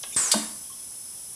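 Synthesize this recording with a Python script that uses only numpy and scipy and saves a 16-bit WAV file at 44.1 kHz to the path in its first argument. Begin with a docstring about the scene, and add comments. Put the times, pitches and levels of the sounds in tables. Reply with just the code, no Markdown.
"""Air-driven spot welder ending its cycle

A switch clicks and a valve ticks; the cylinder vents as shaped noise, a low puff and a whistle of falling pitch.
Steel hits its stop as noise cracks and ringing modes; then the arm knocks home and the frame booms, both as
sums of decaying modes. Faint creaks follow. A leak of resonant noise hisses over the workshop's low background.
"""
import sys
import numpy as np
from scipy import signal
from scipy.fft import rfft, irfft, next_fast_len
from scipy.io import wavfile
from scipy.ndimage import map_coordinates

SR = 44100
rng = np.random.default_rng(int(sys.argv[2]) if len(sys.argv) > 2 else 0)


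def master(y):
    """Save y as 16-bit WAV."""
    cut = np.clip(np.atleast_2d(y).T, -1, 1)
    pcm = np.round(cut * 32767)  # scale
    wavfile.write(sys.argv[1], SR, pcm.astype(np.int16))


N = 59535
T = np.arange(N) / SR  # time of every sample, s
VENT_S, VENT_END_S, VENT_RISE_S = 0.1624, 0.444, 0.0022  # the exhaust port opens, closes; rise time


def amp(db):
    """Level: twenty decibels are a factor of ten in amplitude."""
    return 10 ** (np.asarray(db) / 20)


def unit(x):
    """Normalisation: the root-mean-square amplitude becomes 1."""
    return x / np.sqrt(np.mean(x ** 2) + 1e-20)


def along(points, hz):
    """Spectral interpolation: (frequency_hz, value) points are joined on a logarithmic axis."""
    f, v = np.transpose(points)
    return np.interp(np.log(hz + 1), np.log(f + 1), v)


def curve(rows):
    """Linear interpolation: (time_s, value) points are read at every sample."""
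    return np.interp(T, *np.transpose(rows))


def wobble(rate):
    """Band-limited fluctuation: a spline through random knots, rate of them per second."""
    knots = rng.standard_normal(4096)
    return map_coordinates(knots, [T * rate], mode="wrap")


def filtered(x, response):
    """Linear filtering: the spectrum is multiplied by a function of frequency."""
    m = next_fast_len(N + 8192)
    spectrum = rfft(x, m) * response(np.fft.rfftfreq(m, 1 / SR))
    return irfft(spectrum, m)[:N]


def noise(response):
    """Coloured noise: white noise filtered, then brought to rms 1."""
    return unit(filtered(rng.standard_normal(N), response))


def rush(spectrum):
    """Turbulence noise: rms 1, coloured by (frequency_hz, level_db) points."""
    return noise(lambda hz: amp(along(spectrum, hz)))


def fade(start, rise, db_per_s):
    """Exponential decay: an exponential onset (time constant rise, s), then a steady fall in decibels."""
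    age = np.maximum(T - start, 0)
    return (1 - np.exp(-age / rise)) * amp(-db_per_s * age)


def ring(modes, start, rise, waver):
    """Modal synthesis: damped sines are summed, each roughened by a wandering phase (waver, rad)."""
    total = 0
    for hz, db, t60 in modes:
        phase = 2 * np.pi * hz * (T - start) + waver * wobble(60)
        total = total + amp(db) * fade(start, rise, 60 / t60) * np.sin(phase)
    return total


def bursts(rows, rise):
    """Impact noise: short decaying bursts, each confined to its own band on an octave scale."""
    total = 0
    for start, db, hz, width, t60 in rows:
        band = noise(lambda f: 1 / (1 + (np.log2((f + 1) / hz) / width) ** 4))
        total = total + amp(db) * fade(start, rise, 60 / t60) * band
    return total


def in_room(x, wet_db):
    """Reverberation: convolution with a noise tail whose decay time depends on frequency."""
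    # reverberation times of the workshop: frequency_hz, t60_s
    decay_times = [(150, 0.42), (1000, 0.63), (3000, 0.45), (7000, 0.63), (12000, 0.34)]
    # initial spectrum of the tail: frequency_hz, level_db
    tail_colour = [(150, 5.5), (400, 2), (1500, 3), (2800, 6.5), (4500, -3.5), (8000, -1), (12000, 1)]
    hz, t, z = signal.stft(rng.standard_normal(SR), SR, nperseg=256)
    tail_db = along(tail_colour, hz)[:, None] - 60 * t / along(decay_times, hz)[:, None]
    tail = signal.istft(z * amp(tail_db), SR, nperseg=256)[1]
    tail *= 1 - np.exp(-np.arange(len(tail)) / SR / 0.0017)  # soft onset
    tail /= np.linalg.norm(tail)
    return x + amp(wet_db) * signal.fftconvolve(x, tail)[:N]


def leak():
    """Jet noise: air escaping a narrow gap gives broadband hiss and resonant bands, fluttering together."""
    # hiss spectrum: frequency_hz, level_db
    hiss_spectrum = [(880, -60), (1500, -41), (2190, -23.5), (2740, -21.5), (3180, -19.5), (4370, -19.5),
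                     (5280, -14), (6180, -8), (7030, -16), (7610, -13), (8400, -9.5), (10000, 0),
                     (12200, -13.5), (13800, -17), (16000, -47)]
    # resonances of the gap: centre_hz, width_hz, level_db
    resonances = [(5202, 103, -9), (5600, 640, -11.5), (7763, 290, -5.5), (9810, 420, 0.5), (10240, 400, 0)]
    # strength of the leak: time_s, level_db
    strength = [(0, -38.5), (.3, -37.5), (.62, -39), (.9, -39.5), (1.35, -39)]
    peaks = 0
    for hz, width, db in resonances:
        peaks = peaks + amp(db) * noise(lambda f: 1 / (1 + (2 * (f - hz) / width) ** 2))
    air = amp(-2) * rush(hiss_spectrum) + amp(-4) * unit(peaks)
    return amp(curve(strength) + 0.24 * wobble(350)) * air


def background():
    """Stationary noise: the workshop's low, steady background."""
    # background spectrum: frequency_hz, level_db
    shop_spectrum = [(25, -27), (33, -3), (43, 3), (70, -5.5), (110, -2), (200, -3.5), (350, -7.5),
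                     (500, -9.5), (1000, -11), (2000, -17.5), (4000, -46)]
    return amp(-57.5) * rush(shop_spectrum)


def ticks():
    """Contact noise: small dry contacts of the switch and valve excite short bands of noise."""
    # contacts: start_s, level_db, centre_hz, half_width_octaves, t60_s
    contacts = [(0.0307, -31, 5730, 0.23, 0.027), (0.0348, -30, 3400, 0.35, 0.032),
                (.036, -36.5, 900, 1.4, 0.051), (.1235, -36, 6760, .2, 0.091),
                (0.1238, -43, 2550, 0.23, 0.088), (.127, -46, 3590, 0.029, 0.39),
                (0.1461, -37, 3600, 0.035, 0.041), (0.1455, -32, 5940, 0.51, 0.027)]
    return bursts(contacts, rise=0.00027)


def exhaust_noise():
    """Turbulent outflow: hiss and body sink at their own rates as the cylinder pressure drains."""
    # bright hiss: frequency_hz, level_db
    hiss_spectrum = [(1760, -50), (3000, -22), (3770, -18.5), (4970, -7), (6170, -8.5), (7910, 3),
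                     (10300, -10.5), (11200, -25), (13300, -25), (14400, -43), (15000, -63)]
    # lower body: frequency_hz, level_db
    body_spectrum = [(88, -29), (150, -21), (398, -6.5), (432, -3), (748, -6.5), (1100, 2), (1310, -3.5),
                     (1470, -0.5), (2250, -4), (2610, -7.5), (4000, -10), (5200, -20), (8800, -120)]
    hiss = amp(-22.5) * fade(VENT_S, VENT_RISE_S, db_per_s=74) * rush(hiss_spectrum)
    body = amp(-35.5) * fade(VENT_S, rise=0.0023, db_per_s=39.5) * rush(body_spectrum)
    return hiss + body


def whistle():
    """Flow tone: a jittering sine at the exhaust port falls in pitch as the pressure drains."""
    # path of the tone: time_s, pitch_hz, level_db
    tone_path = [(0.165, 8920, -24), (.170, 9094, -19.5), (.173, 8400, -23), (0.19, 8200, -26),
                 (.212, 7680, -27.5), (.236, 7030, -28), (0.251, 6750, -28.5), (0.266, 6490, -30),
                 (0.285, 5980, -34), (.31, 5400, -39.5), (0.331, 5050, -67)]
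    s, hz, db = np.transpose(tone_path)
    pitch = np.interp(T, s, hz) * (1 + 0.01046 * wobble(900))
    level = amp(np.interp(T, s, db) + 0.5 * wobble(300))
    opening = np.clip((T - VENT_S) / VENT_RISE_S, 0, 1)
    phase = 2 * np.pi * np.cumsum(pitch) / SR
    return opening * level * np.sqrt(2) * np.sin(phase)  # sqrt(2) gives the sine rms 1


def puff():
    """Pressure pulse: the opening valve pushes the air in one low, strongly damped oscillation."""
    start_s, pitch_hz, t60_s = 0.1625, 248, 0.0081
    push = np.sin(2 * np.pi * pitch_hz * (T - start_s))
    return -amp(-17.5) * fade(start_s, 0.00038, 60 / t60_s) * push


def clack():
    """Impact excitation: steel rattles on the stop, each contact cracks and the stop's modes ring."""
    # contacts at the stop: start_s, level_db, t60_s
    contacts = [(0.3151, -17.5, 0.023), (0.3161, -6, 0.01), (0.318, -14, 0.078), (0.3221, -19.5, 0.052)]
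    # spectrum of each crack: frequency_hz, level_db
    crack_spectrum = [(600, -54), (1100, -29), (1700, -26), (2900, -18.5), (3600, -15.5), (4700, -9.5),
                      (5700, -12.5), (6500, -11.5), (8000, -8.5), (10200, -8), (11200, -23), (12200, -21.5),
                      (14000, -43), (16000, -57)]
    # modes of the steel stop: pitch_hz, level_db, t60_s
    stop_modes = [(3540, -9, 0.12), (3690, -5.5, .26), (4248, -6.5, 0.26), (4685, 5.5, 0.11),
                  (4889, 6, 0.12), (5310, 1, 0.11), (6080, -10, 0.29), (6920, -5, 0.097), (7240, -4, 0.057),
                  (7660, 5, 0.091), (7880, -2, 0.072), (8840, -9, 0.061), (9680, -2.5, 0.1),
                  (10094, -10, 0.13)]
    cracks = 0
    for start, db, t60 in contacts:
        cracks = cracks + amp(db) * fade(start, 0.00028, 60 / t60) * rush(crack_spectrum)
    return cracks + amp(-25.5) * ring(stop_modes, start=0.3155, rise=0.0016, waver=0.37)


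def arm_knock():
    """Damped vibration: the heavy arm knocks home and its modes die quickly."""
    # modes of the arm: pitch_hz, level_db, t60_s
    arm_modes = [(624, 3.5, 0.024), (730, -4, 0.036), (928, 3.5, 0.031), (1070, -3.5, 0.043),
                 (1511, -4.5, .035)]
    return amp(-16.5) * ring(arm_modes, start=0.3395, rise=0.0017, waver=0)


def frame_boom():
    """Structural resonance: the knock sets the frame's low modes swelling and slowly decaying."""
    # modes of the frame: pitch_hz, level_db, t60_s
    frame_modes = [(165.2, -21.5, 0.13), (216.2, -4, 0.14), (217.6, -18.5, .46), (298.2, -14.5, 0.23),
                   (374, -21.5, 0.2), (601.4, -17, 0.17), (654, -16, 0.14), (727, -19, 0.17),
                   (861, -29, 0.27), (1168, -24.5, 0.22), (1542, -21, 0.12)]
    return amp(-12) * ring(frame_modes, start=0.3455, rise=0.0092, waver=0.64)


def creaks():
    """Frictional noise: faint creaks in mostly narrow bands as the machine settles."""
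    # creaks: start_s, level_db, centre_hz, half_width_octaves, t60_s
    settling = [(.635, -52.5, 3270, 0.038, 0.24), (.698, -47.5, 1090, 0.064, 0.11),
                (.718, -48, 3200, 0.12, 0.14), (.79, -53, 3320, 0.07, 0.13)]
    return bursts(settling, rise=0.009)


def scene():
    """Superposition: the reverberant machine sounds add to the unreverberated leak and background."""
    steady = leak() + background()
    contacts = in_room(ticks() + creaks(), wet_db=-6.5)
    closing = amp(-200 * np.maximum(T - VENT_END_S, 0))  # an extra fall of 200 dB per s
    exhaust = (exhaust_noise() + whistle()) * closing
    vent = in_room(exhaust + puff(), wet_db=-8.5)
    stop = in_room(clack(), wet_db=-5)
    arm = in_room(arm_knock() + frame_boom(), wet_db=-12)
    return (steady + contacts + vent + stop + arm)[None]


def record(dry):
    """Band limitation: a steep high-pass at 46 Hz and a sharp cut-off at 16200 Hz."""
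    high_pass = signal.butter(6, 46, "highpass", fs=SR, output="sos")
    bass_cut = signal.sosfilt(high_pass, dry[0])
    return filtered(bass_cut, lambda hz: hz < 16200)[None]


dry = scene()
out = record(dry)
master(out)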